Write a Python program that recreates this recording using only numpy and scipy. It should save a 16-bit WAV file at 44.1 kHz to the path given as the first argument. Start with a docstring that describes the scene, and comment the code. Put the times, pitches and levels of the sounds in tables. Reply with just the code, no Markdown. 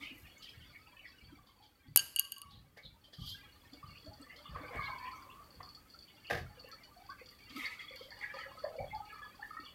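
"""A walled concrete yard: a child carries a metal bucket of water, sets it down and scoops with a mug.
Trapped bubbles ring as the water laps, plops and splashes; the air above it gulps and resonates.
The bucket knocks and its wall hums, with short echoes off the yard. Bare feet pad and scuff.
Early on, a metal ring, perhaps a bangle, clinks a few times close by.
Clusters of short, high chirps, probably distant birds or insects, sound over faint hiss and rumble."""
import sys
import numpy as np
from scipy import signal
from scipy.fft import rfft, irfft
from scipy.io import wavfile

SR = 44100
rng = np.random.default_rng(int(sys.argv[2]) if len(sys.argv) > 2 else 0)


def store_wav(level_fs):
    """Save 16-bit WAV to argv[1]."""
    pcm = np.round(np.clip(np.atleast_2d(level_fs), -1, 1) * 32767)
    wavfile.write(sys.argv[1], SR, pcm.T.astype(np.int16))


N = 429534
FAR_GAIN_DB = -3

# time_s, large_bubbles_db, small_bubbles_db
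WATER_LEVELS = [(0, -68.5, -65), (1.05, -72, -65.5), (1.55, -70.5, -75), (1.85, -83.5, -76.5),
                (3.0, -70.5, -76), (3.45, -73.5, -65), (4.1, -65, -68.5), (4.5, -58.5, -68),
                (4.75, -51, -54.5), (4.95, -59.5, -59.5), (5.4, -61, -76.5), (5.9, -72, -74),
                (6.6, -63, -68.5), (7.42, -71.5, -64.5), (7.65, -64.5, -60.5), (8.1, -65, -67),
                (8.38, -54.5, -56), (8.65, -63, -69), (9.74, -63, -65)]
# freq_hz, gain_db
PATTER_SPECTRUM = [(1000, -38), (2900, -20.5), (3400, -5), (3900, -38), (4400, 8.5), (4750, 4.5),
                   (5150, -19.5), (5800, -17.5), (6300, -25), (7050, -20), (8000, -28.5), (13000, -27.5)]


def lapping():
    """Water surges against the wall, trapping bubbles; fine drops patter on the metal."""
    large_db, small_db = [db + 2.5 * drift(rate_hz=6.3) for db in in_time(WATER_LEVELS)]
    fine_db = np.minimum(small_db - 3, -67)
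    pings = cavity(ring_cloud(3300, 6200, per_s=280, t60_s=.032, spread_db=12))
    patter = from_db(-13.5) * colour(unit_rms(grains(per_s=50, spread_db=5)), PATTER_SPECTRUM)
    large = froth(379.6, 1399.5, per_s=60, t60_s=.05, spread_db=19, wash_db=-8.5)
    small = froth(1399.7, 3300, per_s=80, t60_s=.07, spread_db=16, wash_db=-9.5)
    return from_db(large_db) * large + from_db(small_db) * small + from_db(fine_db) * (pings + patter)


def froth(low_hz, high_hz, per_s, t60_s, spread_db, wash_db):
    """One size range of bubbles over a soft wash, coloured by the bucket."""
    wash = unit_rms(butterworth(rng.standard_normal(N), 4, [low_hz, high_hz], "band"))
    return cavity(ring_cloud(low_hz, high_hz, per_s, t60_s, spread_db) + from_db(wash_db) * wash)


# freq_hz, width_hz, gain_db
CAVITY_MODES = [(548.4, 160, -8.5), (830, 130, -4), (1200, 140, 0), (1297, 84, 3), (1650, 530, -0.5),
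                (2287, 220, 6), (2880, 290, 0.5), (3380, 143, 4), (4519, 190, 7), (5820, 150, -9.5)]


def cavity(x):
    """The bucket's cavity as parallel resonators; rms 1."""
    out = 0
    for k, (hz, width_hz, db) in enumerate(CAVITY_MODES):
        r = np.exp(-np.pi * width_hz / SR)
        feedback = [1, -2 * r * np.cos(2 * np.pi * hz / SR), r * r]
        out += (-1) ** k * from_db(db) * signal.lfilter([1 - r, 0, r - 1], feedback, x)
    return unit_rms(out)


def stray_plops(t60_s=.065, glide_ratio=.23):
    """Rows of random lesser plops, pitched near cavity modes, as strong as the water rocks."""
    large_db, small_db = in_time(WATER_LEVELS)
    rows, per_s = [], 11
    for when, which, detune, weakness in rng.random((int(per_s * N / SR), 4)):
        mode_hz = CAVITY_MODES[int(which * (len(CAVITY_MODES) - 2))][0]
        hz = mode_hz * (1 + .092 * (2 * detune - 1))
        water_db = (large_db if hz < 1400 else small_db)[int(when * N)]
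        rows.append((when * N / SR, hz, water_db + 12 - 5 * weakness, t60_s, glide_ratio))
    return rows


# start_s, pitch_hz, level_db, t60_s, glide_ratio
PLOPS = [(1.325, 1310, -50, 0.04, .1), (1.6, 830, -44, 0.067, 0.35), (3.343, 1620, -40, 0.083, 0.12),
         (3.826, 1185, -30.5, 0.064, 0.33), (4.06, 640, -41, 0.11, 0.44), (4.453, 1165, -32.5, 0.038, .3),
         (4.557, 1116, -28, .035, 0.36), (5.602, 1148, -29.5, 0.039, 0.94), (6.641, 519, -38, 0.05, 0.19),
         (6.96, 730, -40.5, 0.11, .3), (7.015, 792, -41.5, 0.063, 0.25), (7.085, 1145, -33, 0.1, 0.44),
         (7.098, 1564, -36, 0.083, 0.32), (7.21, 496, -37.5, 0.056, .1), (7.79, 3350, -33, 0.045, .1),
         (7.881, 3376, -32, 0.041, 0.085), (7.905, 534, -33.5, 0.057, 0.28),
         (8.007, 512, -33.5, 0.046, 0.58), (8.222, 1956, -28.5, 0.066, 0.22),
         (8.232, 1674, -27, 0.083, 0.081), (8.29, 1703, -33.5, 0.11, .03), (8.333, 540, -31, 0.066, 0.42),
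         (8.384, 1283, -29, 0.042, .1), (8.42, 1690, -37, 0.11, 0.028), (8.46, 544, -36, 0.073, 0.21),
         (8.568, 1276, -38, 0.092, .05), (8.636, 626, -17.5, 0.066, 0.81), (8.661, 626, -23.5, 0.039, 0.34),
         (8.706, 521, -31.5, 0.074, 0.34), (8.778, 586, -25, 0.11, 0.79), (8.794, 768, -25, .06, .5),
         (8.786, 2294, -34, 0.047, 0.091), (8.878, 3360, -38.5, 0.085, .02),
         (8.922, 844, -20.5, 0.075, 0.19), (8.953, 828, -26.5, 0.052, 0.27), (8.998, 832, -27, 0.077, 0.13),
         (9.015, 1270, -37, 0.095, .05), (9.088, 1685, -39.5, 0.14, 0.049),
         (9.122, 1296, -33, 0.087, 0.046), (9.214, 1711, -33.5, 0.12, .03), (9.217, 3380, -44, 0.092, .02),
         (9.385, 824, -35.5, 0.095, 0.14), (9.425, 1780, -27, 0.044, 0.23), (9.505, 1274, -29, 0.051, 0.26),
         (9.566, 1280, -26, 0.033, .3), (9.564, 1850, -32.5, 0.062, 0.18), (9.655, 3380, -38, .08, .04)]


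def plops():
    """Big bubbles glide upwards; bucket and yard echoes smear each into a gurgle."""
    out = np.zeros(N)
    for start_s, hz, db, t60_s, glide_ratio in PLOPS + stray_plops():
        plop = from_db(db) * bubble(hz, t60_s, glide_ratio, onset_s=.12 * t60_s)
        echo = with_energy(yard_echo(plop, delay_s=.01414, t60_s=.33), np.sum(plop ** 2))
        add(out, start_s, plop)
        add(out, start_s, from_db(-2.5) * echo)
    return from_db(FAR_GAIN_DB) * out * (1 + .38 * drift(rate_hz=50))


def bubble(hz, t60_s, glide_ratio, onset_s):
    """An air pocket swells, rings and rises in pitch as it nears the surface."""
    t = np.arange(int(t60_s * SR)) / SR
    pitch_hz = hz * (1 + glide_ratio * (t / t60_s - .2))
    envelope = from_db(-60 * t / t60_s) * (1 - np.exp(-(t / onset_s) ** 2))
    return envelope * np.sin(2 * np.pi * np.cumsum(pitch_hz) / SR)


# peak_s, level_db, spread_s, pitch_hz
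SLOSHES = [(.04, -46, .015, 2127), (.07, -50, 0.036, 2746), (.27, -59.5, 0.024, 2705),
           (.38, -63.5, 0.0067, 6500), (.46, -60.5, 0.036, 2910), (.545, -65, 0.009, 1900),
           (.63, -59, 0.015, 3120), (.745, -53.5, 0.012, 2146), (.87, -61.5, 0.011, 2590),
           (1.0, -54.5, 0.019, 2656), (1.053, -47.5, .005, 2007), (1.079, -61.5, 0.011, 4700),
           (1.5, -70, 0.028, 1055), (2.53, -62.5, .018, 3930), (2.575, -64.5, 0.011, 3940),
           (2.785, -55.5, .01, 2074), (2.855, -51.5, .013, 3980), (3.955, -55, 0.012, 2690),
           (4.30, -55, 0.028, 2013), (4.31, -60.5, 0.015, 2880), (4.465, -51.5, .008, 3150),
           (4.84, -54, 0.021, 3690), (5.06, -52.5, .022, 1890), (5.07, -55, 0.019, 2735),
           (5.16, -67, 0.013, 5750), (5.305, -54, 0.0065, 2900), (6.09, -59, 0.01, 3190),
           (6.275, -51, 0.018, 2825), (6.66, -59, 0.012, 2835), (6.72, -61.5, 0.024, 1806),
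           (7.2, -57, 0.016, 2210), (7.595, -45, 0.014, 2180), (7.65, -38.5, .014, 2062),
           (7.705, -48, 0.02, 2110), (7.807, -45.5, 0.0091, 1976), (7.915, -52, .02, 2216),
           (8.13, -52, .018, 1926), (8.211, -44, 0.004, 2125), (8.234, -35.5, 0.004, 2060),
           (8.33, -51.5, 0.019, 1794), (8.405, -47.5, 0.026, 1943), (8.64, -51, .01, 1790),
           (8.645, -51.5, 0.017, 1086), (8.912, -50, .009, 2136), (9.105, -55, 0.0083, 2630),
           (9.43, -49.5, 0.008, 1770), (9.67, -58, .025, 3090)]


def sloshes():
    """Wavelets fold over, each trapping a cluster of bubbles."""
    out = np.zeros(N)
    for peak_s, db, spread_s, hz in SLOSHES:
        start_s = peak_s - 3 * spread_s
        skip = int(max(-start_s, 0) * SR)
        add(out, start_s, from_db(db) * bubble_cluster(hz, spread_s)[skip:])
    return out


def bubble_cluster(hz, spread_s, count=18, t60_s=.05, spread_octaves=.0962):
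    """Like-sized bubbles bunched around 3 * spread_s; rms near 1 at the peak."""
    out = np.zeros(int((6 * spread_s + t60_s) * SR) + 2)
    for when, detune, strength in np.clip(rng.standard_normal((count, 3)), -2.5, 2.5):
        ring = bubble(hz * 2 ** (spread_octaves * detune), t60_s, glide_ratio=.054, onset_s=.0027)
        i = int((when + 3) * spread_s * SR)
        out[i:i + len(ring)] += from_db(3.6 * strength) * ring
    return with_energy(out, np.sqrt(2 * np.pi) * spread_s * SR)


# one curve per resonance: time_s, pitch_hz, level_db
SWIRL_CURVES = [
    [(4.54, 1200, -100), (4.57, 1222, -56.5), (4.72, 1038, -53), (4.79, 1106, -45), (4.92, 1053, -46.5),
     (5.0, 1000, -49.5), (5.07, 1006, -46.5), (5.14, 1074, -53), (5.32, 1076, -55), (5.4, 1130, -65),
     (5.5, 1190, -100)],
    [(4.5, 1600, -100), (4.58, 1598, -56), (4.68, 1510, -53), (4.73, 1610, -64), (4.78, 1680, -50.5),
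     (4.89, 1613, -55), (5.0, 1510, -63), (5.15, 1500, -100)],
    [(4.5, 2150, -100), (4.64, 2250, -51.5), (4.78, 2220, -49), (4.92, 2150, -48.5), (5.0, 2270, -59.5),
     (5.08, 2332, -53), (5.22, 2250, -66.5), (5.45, 2230, -100)],
]


def swirl():
    """Circling water reshapes the air space, so its resonances glide."""
    out = np.zeros(N)
    for curve in SWIRL_CURVES:
        hz, db = in_time(curve)
        out += from_db(db) * wavering_tone(hz, wander=.022, roughness=.75, rate_hz=75)
    return out


# peak_s, level_db, rise_s
SPLASHES = [(.045, -53, 0.036), (7.502, -53, 0.0024), (7.57, -44.5, 0.0072), (7.65, -45, 0.066),
            (7.72, -48, .01), (7.80, -51, 0.0039), (8.229, -53, 0.018), (8.40, -54.5, .038)]
# freq_hz, gain_db
SPLASH_SPECTRUM = [(300, -22), (900, -18), (1300, -1), (1800, -30), (2200, 4), (2800, -5.5), (3400, -1.5),
                   (4600, -8.5), (6000, -11.5), (9000, -17.5), (13000, -20), (15000, -28)]


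def splashes(t60_s=.28):
    """The surface breaks: dense bubbles in a wash of fine drops."""
    bubbles = ring_cloud(400, 4000, per_s=900, t60_s=.035, spread_db=11)
    wash = unit_rms(grains(per_s=9000, spread_db=1.5))
    envelope = swells([(s, db, rise_s, t60_s) for s, db, rise_s in SPLASHES])
    return envelope * unit_rms(colour(bubbles + wash, SPLASH_SPECTRUM))


# peak_s, level_db, rise_s
SPRAYS = [(.189, -63, 0.03), (3.30, -58, 0.048), (7.60, -57.5, .025), (8.02, -69.5, .03),
          (9.47, -69.5, 0.026)]
# freq_hz, gain_db
SPRAY_SPECTRUM = [(4000, -25), (6500, -3), (9000, -6), (11500, 0), (12800, 7), (13600, -1), (14500, -13)]


def spray(t60_s=.33):
    """Thrown water ends in fine droplets."""
    droplets = unit_rms(colour(grains(per_s=5000, spread_db=8), SPRAY_SPECTRUM))
    return swells([(s, db, rise_s, t60_s) for s, db, rise_s in SPRAYS]) * droplets


# start_s, level_db, pitch_hz
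DROPS = [(4.215, -56, 8300), (4.7572, -56, 8240), (5.751, -63, 7150), (5.989, -62, 7310),
         (6.6869, -57, 13100), (7.3079, -58, 13100), (7.5225, -60, 12600), (7.5634, -54, 12800),
         (7.958, -55, 12800), (8.1894, -61, 8520), (8.5701, -61, 8410), (9.1263, -59, 12800),
         (9.5349, -60.5, 10000)]


def drops(t60_s=.025):
    """Lone drops smack the metal with a crisp tick."""
    out = np.zeros(N)
    t = np.arange(int(t60_s * SR)) / SR
    for start_s, db, hz in DROPS:
        crack = from_db(-4.5) * noise_band(10000, width_hz=8000, samples=len(t))
        ping = noise_band(hz, width_hz=840, samples=len(t))
        add(out, start_s, from_db(db - 60 * t / t60_s) * (ping + crack))
    return out


# peak_s, level_db
GULPS = [(.022, -54.5), (.12, -52.5), (1.331, -56.5), (1.87, -61.5), (3.74, -52.5), (4.065, -51.5),
         (4.21, -54), (4.615, -51.5), (4.76, -53.5), (7.514, -56), (7.566, -43), (9.604, -54)]


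def gulps(pitch_hz=283, rise_s=.0089, t60_s=.1803):
    """Heaving water thumps the air above it: a short, hollow note."""
    envelope = swells([(s, db, rise_s, t60_s) for s, db in GULPS])
    return envelope * wavering_tone(pitch_hz, wander=.08, roughness=.37, rate_hz=43)


# peak_s, level_db, rise_s, t60_s, rasp_relative_db
KNOCKS = [(2.775, -50.5, .003, 0.11, -9), (3.134, -55.5, .002, 0.094, -17), (4.562, -48, .003, 0.27, -26),
          (4.76, -44, 0.022, .17, -32), (5.606, -47.5, 0.0014, 0.067, -27), (6.301, -34, 0.0018, .1, -12),
          (6.375, -40, 0.0055, 0.17, -11.5)]
# freq_hz, gain_db
KNOCK_SPECTRUM = [(200, -29), (350, -6), (460, -0.5), (580, -2.5), (730, 1), (950, -19), (1180, -7),
                  (1360, -24.5), (1580, -4), (1820, -2.5), (2080, -8.5), (2250, -15), (3000, -18.5),
                  (5000, -36), (9000, -57)]
RASP_SPECTRUM = [(1500, -23), (3000, -0.5), (5000, -1), (8000, -16.5), (13000, -11.5), (16000, -23)]


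def bucket_knocks():
    """Water damps the bucket, so knocks are short and rattly; grit rasps under the rim."""
    hits = KNOCKS + landing()
    rattle = swells([hit[:4] for hit in hits]) * unit_rms(grains(per_s=5993, spread_db=3))
    rasp_envelope = swells([(s, db + rasp_db, rise_s, t60_s) for s, db, rise_s, t60_s, rasp_db in hits])
    return colour(rattle, KNOCK_SPECTRUM) + colour(rasp_envelope * rng.standard_normal(N), RASP_SPECTRUM)


def landing(rise_s=.0032, t60_s=.064, rasp_db=-15):
    """Knock rows: the bucket lands and rocks on its rim."""
    contacts = repeats(start_s=6.31, db=-28, gap_s=.0204, loss_db=2.5, count=3)
    return [(s, db, rise_s, t60_s, rasp_db) for s, db in contacts]


# peak_s, level_db
WALL_NUDGES = [(2.199, -59), (2.376, -62), (2.426, -58)]


def wall_hum(pitch_hz=1130, rise_s=.0078, t60_s=.48):
    """Nudged as it swings, the bucket's wall rings on in one note."""
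    envelope = swells([(s, db, rise_s, t60_s) for s, db in WALL_NUDGES])
    return envelope * wavering_tone(pitch_hz, wander=.0176, roughness=.63, rate_hz=54)


# start_s, tick_db, ring_db
CLINKS = [(1.9609, -5.5, -43), (1.9628, -10, -38), (1.9665, -46, -30.5), (1.9729, -8.5, -39),
          (1.974, -9, -27), (1.9808, -50, -39), (1.9916, -52, -27.5), (2.1617, -17.5, -33.5),
          (2.1874, -51, -32), (2.1954, -10, -33), (2.249, -65, -46), (2.3208, -26.5, -44),
          (2.341, -53, -55), (2.363, -54, -50.5), (2.382, -37.5, -52.5), (2.4173, -35, -52)]
# freq_hz, gain_db
TICK_SPECTRUM = [(200, -56), (2500, -44), (3000, -19), (3800, -20.5), (4700, -14), (5600, -20.5),
                 (6800, -14), (7700, -20), (9100, -1.5), (9900, -14), (10400, -5), (11300, 1.5),
                 (12100, -5), (12700, 1), (13400, -3.5), (14100, -17.5), (15000, -17), (16000, -27)]
CRACK_SPECTRUM = [(100, -2.5), (3000, -8), (6000, -1), (9000, -3), (16000, -7.5)]


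def ring_clinks(rise_s=.00008, tick_t60_s=.0041, chatter_t60_s=.036, crack_t60_s=.0032):
    """Hard metal contacts tick, chatter and ring; the first also cracks across the whole range."""
    ticks = [(s, db, rise_s, tick_t60_s) for s, db, _ in CLINKS]
    chatter = [(s, db - 28, rise_s, chatter_t60_s) for s, db, _ in CLINKS]
    contacts = colour(swells(ticks + chatter) * rng.choice([-1, 1], N), TICK_SPECTRUM)
    crack_envelope = swells([(CLINKS[0][0], -10.5, rise_s, crack_t60_s)])
    crack = colour(crack_envelope * rng.choice([-1, 1], N), CRACK_SPECTRUM)
    ringing = ring_modes([(s, db) for s, _, db in CLINKS])
    direct = contacts + crack + butterworth(ringing, 6, 1400, "high")  # a small body radiates no bass
    dulled = butterworth(direct, 1, 3500, "low")
    return direct + from_db(-11.5) * yard_echo(dulled, delay_s=.012, t60_s=.5)


# freq_hz, gain_db, t60_s
RING_MODES = [(1592, -21.5, 0.17), (2890, -2, .06), (2930, -3, .04), (3170, -11, 0.053), (4520, -10, 0.055),
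              (4593, -6, 0.08), (4740, -6.5, 0.041), (4748, -27, 0.4), (6590, -12.5, .09), (6900, -15, .04),
              (8600, -11, .05), (9070, -14, .04), (11020, -14, .05), (12640, -18, 0.05), (13200, -18, .04)]


def ring_modes(hits, vary_db=2.5, onset_width_hz=450):
    """Each hit (start_s, level_db) excites the ring's bending modes unevenly; they buzz as it rattles."""
    start_s, db = np.transpose(hits)
    scatter_db = vary_db * rng.standard_normal((len(hits), len(RING_MODES)))
    out = np.zeros(N)
    for k, (hz, mode_db, t60_s) in enumerate(RING_MODES):
        impulses = np.full(N, 1e-18)
        impulses[(start_s * SR).astype(int)] = from_db(db + mode_db + scatter_db[:, k])
        r, w = from_db(-60 / (t60_s * SR)), 2 * np.pi * hz / SR
        note = signal.lfilter([0, np.sin(w)], [1, -2 * r * np.cos(w), r * r], impulses)
        softened = signal.lfilter(*signal.iirpeak(hz, hz / onset_width_hz, fs=SR), note)
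        out += softened * (1 + .45 * drift(rate_hz=130))
    return out


# level_db per step
STEP_LEVELS = [-56, -54, -53.5, -54.5, -45, -52, -46]
# peak_s, level_db
BUMPS = [(.22, -60), (2.445, -58), (2.844, -53.5), (4.755, -42), (4.08, -54.5), (5.565, -56.5),
         (6.323, -41.5), (6.408, -45.5), (8.80, -46), (8.92, -54)]
# freq_hz, gain_db
THUD_SPECTRUM = [(25, -16), (55, 0.5), (95, 2), (150, -2), (220, -12), (400, -33), (900, -59)]


def footfalls(first_s=.575, step_s=.653, rise_s=.0036, step_t60_s=.72, bump_t60_s=.46):
    """Bare feet pad at an even pace, among other soft bumps."""
    steps = [(first_s + k * step_s, db, rise_s, step_t60_s) for k, db in enumerate(STEP_LEVELS)]
    bumps = [(s, db, rise_s, bump_t60_s) for s, db in BUMPS]
    return colour(swells(steps + bumps) * rng.standard_normal(N), THUD_SPECTRUM)


# peak_s, level_db, rise_s
SCUFFS = [(.04, -55, 0.016), (.27, -73, .02), (0.43, -49.5, 0.0045), (.495, -56, 0.005), (.62, -69, 0.011),
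          (1.07, -72, 0.0046), (1.48, -64.5, 0.01), (1.64, -63, 0.013), (2.515, -59.5, 0.0071),
          (2.855, -68, 0.027), (3.045, -62, 0.0038), (3.14, -54, 0.007), (3.22, -53.5, 0.017),
          (3.308, -45, 0.044), (4.365, -56, 0.0031), (4.85, -59, 0.021), (8.04, -58, 0.051)]
# freq_hz, gain_db
SCUFF_SPECTRUM = [(800, -17), (2500, -29), (3150, 14.5), (3800, 2.5), (4700, 8.5), (5600, -5.5),
                  (8000, -17.5), (11500, -13), (13400, -13), (14500, -23)]


def scuffs(t60_s=.28):
    """Grit catches underfoot and rings briefly."""
    pings = ring_cloud(2000, 14000, per_s=1500, t60_s=.04, spread_db=6)
    grit = unit_rms(grains(per_s=9000, spread_db=1.5))
    envelope = swells([(s, db, rise_s, t60_s) for s, db, rise_s in SCUFFS])
    return envelope * unit_rms(colour(pings + grit, SCUFF_SPECTRUM))


# peak_s, level_db
CHIRPS = [(3.734, -46), (3.9061, -51), (3.983, -53.5), (4.0603, -49), (4.1336, -49.5), (4.3634, -54),
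          (4.427, -56), (4.5736, -56), (4.6729, -57), (4.8086, -52), (4.8974, -54), (4.9862, -53),
          (5.0391, -55), (5.115, -52), (5.2226, -53), (5.507, -55), (5.5544, -57.5), (5.6307, -46),
          (5.6911, -47.5), (5.7494, -48.5), (5.901, -48), (5.9395, -51), (5.99, -48.5), (6.0258, -51),
          (6.2009, -61), (6.2703, -50), (6.596, -45.5), (6.716, -40.5), (6.8355, -48), (7.065, -55),
          (7.1005, -47.5), (7.2605, -43.5), (7.2884, -48.5), (7.4561, -60), (7.4975, -46), (7.5623, -45),
          (7.6567, -37), (7.8162, -51), (7.8986, -51), (7.962, -42), (8.1061, -46.5), (8.159, -50.5),
          (8.1899, -47.5), (8.3416, -44.5), (8.3889, -43), (8.5411, -57), (8.5885, -52), (8.6404, -50.5),
          (8.7656, -53), (8.9498, -47), (9.0524, -54), (9.1782, -57), (9.6017, -50.5), (9.6516, -48)]
# freq_hz, width_hz, gain_db, t60_s
CHIRP_BANDS = [(3416, 190, -18, 0.087), (4445, 142, -6, .11), (4740, 264, -6.5, 0.056),
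               (5750, 260, -21, 0.069), (7080, 400, -28.5, .06)]


def chirps(faint_from_s=3.85, faint_per_s=16, rise_s=.00094):
    """Short, high chirps near 4.5 kHz in clusters, probably distant birds or insects."""
    span_s = N / SR - faint_from_s
    faint = rng.random((int(faint_per_s * span_s), 2))
    pulses = [(faint_from_s + when * span_s, -54.5 - 11 * weakness) for when, weakness in faint]
    for s, db in CHIRPS:
        pulses += repeats(s, db, gap_s=.0265 * rng.uniform(.4, 1.63), loss_db=9, count=2)
    out = np.zeros(N)
    for hz, width_hz, band_db, t60_s in CHIRP_BANDS:
        gains_db = band_db + 3 * np.clip(rng.standard_normal(len(pulses)), -2, 1)
        bursts = [(s, db + gain_db, rise_s, t60_s) for (s, db), gain_db in zip(pulses, gains_db)]
        out += swells(bursts) * noise_band(hz, width_hz, samples=N)
    return out


def yard_echo(x, delay_s, t60_s):
    """Scattered echoes from ground, wall and bushes."""
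    t = np.arange(int(t60_s * SR)) / SR
    reflections = rng.standard_normal(len(t)) * (rng.random(len(t)) < .1)
    response = reflections * from_db(-60 * t / t60_s) * (t > delay_s)
    return signal.fftconvolve(x, with_energy(response, 1))[:N]


# time_s, level_db
AIR_LEVELS = [(0, -69.5), (1.85, -77.5), (2.9, -77), (3.5, -72), (4.5, -71.5), (4.8, -67.5), (6.2, -72),
              (8.9, -70), (9.74, -71)]
# freq_hz, gain_db
RUMBLE_SPECTRUM = [(20, -11.5), (50, 2), (100, 2), (140, -3.5), (210, -5.5), (285, -3), (380, -10),
                   (800, -18.5), (2000, -19.5), (4000, -31.5)]
HISS_SPECTRUM = [(500, 2.5), (3000, 2.5), (5000, -5), (7000, -2.5), (10000, -3), (12500, -2), (14000, 3),
                 (16000, -5)]


def background():
    """Distant rumble and an even hiss rise and sink together."""
    level_db, = in_time(AIR_LEVELS)
    rumble = from_db(5.5) * colour(rng.standard_normal(N), RUMBLE_SPECTRUM)
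    hiss = colour(rng.standard_normal(N), HISS_SPECTRUM)
    return from_db(level_db) * (rumble + hiss)


def from_db(db):
    """Decibels to gain."""
    return 10 ** (np.asarray(db) / 20)


def unit_rms(x):
    """Scale to rms 1."""
    return x / np.sqrt(np.mean(x ** 2) + 1e-20)


def with_energy(x, energy):
    """Scale to a given sum of squares."""
    return x * np.sqrt(energy / (np.sum(x ** 2) + 1e-20))


def in_time(rows):
    """Interpolate each column after time_s to every sample."""
    time_s, *columns = np.transpose(rows)
    return [np.interp(np.arange(N) / SR, time_s, column) for column in columns]


def add(out, start_s, sound):
    """Mix a sound in at start_s."""
    i = int(np.clip(round(start_s * SR), 0, N - 1))
    out[i:i + len(sound)] += sound[:N - i]


def butterworth(x, order, cutoff_hz, kind):
    """Causal Butterworth filter."""
    return signal.sosfilt(signal.butter(order, cutoff_hz, kind, fs=SR, output="sos"), x)


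def colour(x, spectrum, size=8192):
    """Minimum-phase filter from (freq_hz, gain_db) rows; keeps the power of white noise."""
    hz, db = np.transpose(spectrum)
    bins_hz = np.maximum(np.arange(size // 2 + 1) * SR / size, 1)
    gain = from_db(np.interp(np.log(bins_hz), np.log(hz), db))
    gain = unit_rms(gain * np.minimum(bins_hz / 20, 1))
    cepstrum = irfft(np.log(gain))
    causal_fold = np.r_[1, np.full(size // 2 - 1, 2), 1, np.zeros(size // 2 - 1)]
    response = irfft(np.exp(rfft(cepstrum * causal_fold)))
    return signal.oaconvolve(x, response)[:N]


def drift(rate_hz, hop=20):
    """Smooth random motion; rms 1."""
    r = np.exp(-2 * np.pi * hop * rate_hz / SR)
    slow = signal.lfilter([1], [1, -2 * r, r * r], rng.standard_normal(N // hop + 4002))[4000:]
    return np.interp(np.arange(N) / hop, np.arange(len(slow)), unit_rms(slow))


def swells(rows):
    """Envelope of bursts (peak_s, level_db, rise_s, t60_s), summed in power."""
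    power = np.zeros(N)
    for peak_s, db, rise_s, t60_s in rows:
        start_s = max(peak_s - 3 * rise_s, 0)
        t = np.arange(int((peak_s - start_s + t60_s) * SR)) / SR + start_s - peak_s
        attack = np.exp(-.5 * (np.minimum(t, 0) / rise_s) ** 2)
        decay = from_db(db - 60 * np.maximum(t, 0) / t60_s)
        add(power, start_s, (attack * decay) ** 2)
    return np.sqrt(power)


def repeats(start_s, db, gap_s, loss_db, count):
    """An event and its weakening repeats as (time_s, level_db) rows."""
    return [(start_s + k * gap_s, db - k * loss_db) for k in range(count)]


def grains(per_s, spread_db):
    """Random clicks of uneven size."""
    clicks = (rng.random(N) < per_s / SR) * rng.choice([-1, 1], N)
    return clicks * from_db(spread_db * np.minimum(rng.exponential(1, N), 4))


def ring_cloud(low_hz, high_hz, per_s, t60_s, spread_db):
    """Short rings at random times, pitches and strengths; rms 1."""
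    out = np.zeros(N)
    for when, height, strength in rng.random((int(per_s * N / SR), 3)):
        ring = bubble(low_hz * (high_hz / low_hz) ** height, t60_s, glide_ratio=.003, onset_s=.008)
        add(out, when * N / SR, from_db(spread_db * strength) * ring)
    return unit_rms(out)


def wavering_tone(hz, wander, roughness, rate_hz):
    """A sine of unsteady pitch and strength; rms 1."""
    pitch_hz = hz * (1 + wander * drift(rate_hz))
    tone = np.sin(2 * np.pi * np.cumsum(pitch_hz) / SR)
    return unit_rms(tone * (1 + roughness * drift(rate_hz)))


def noise_band(hz, width_hz, samples):
    """Noise in one resonance; rms 1."""
    edges_hz = [hz - width_hz / 2, hz + width_hz / 2]
    return unit_rms(butterworth(rng.standard_normal(samples), 2, edges_hz, "band"))


def scene():
    """Bucket and chirps are some way off and echo; the ring is close and nearly dry."""
    water = lapping() + sloshes() + swirl() + splashes() + spray() + drops()
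    direct = water + bucket_knocks() + chirps()
    echo = from_db(-7.5) * yard_echo(direct, delay_s=.003, t60_s=.25)
    far = from_db(FAR_GAIN_DB) * direct + echo + plops() + gulps() + wall_hum()
    return (far + ring_clinks() + footfalls() + scuffs() + background())[None]


def record(dry):
    """Soft clip, then a steep 16 kHz low-pass."""
    rounded = .85 * np.tanh(dry / .85)
    return signal.sosfilt(signal.ellip(10, .2, 80, 16000, fs=SR, output="sos"), rounded)


dry = scene()
out = record(dry)
store_wav(out)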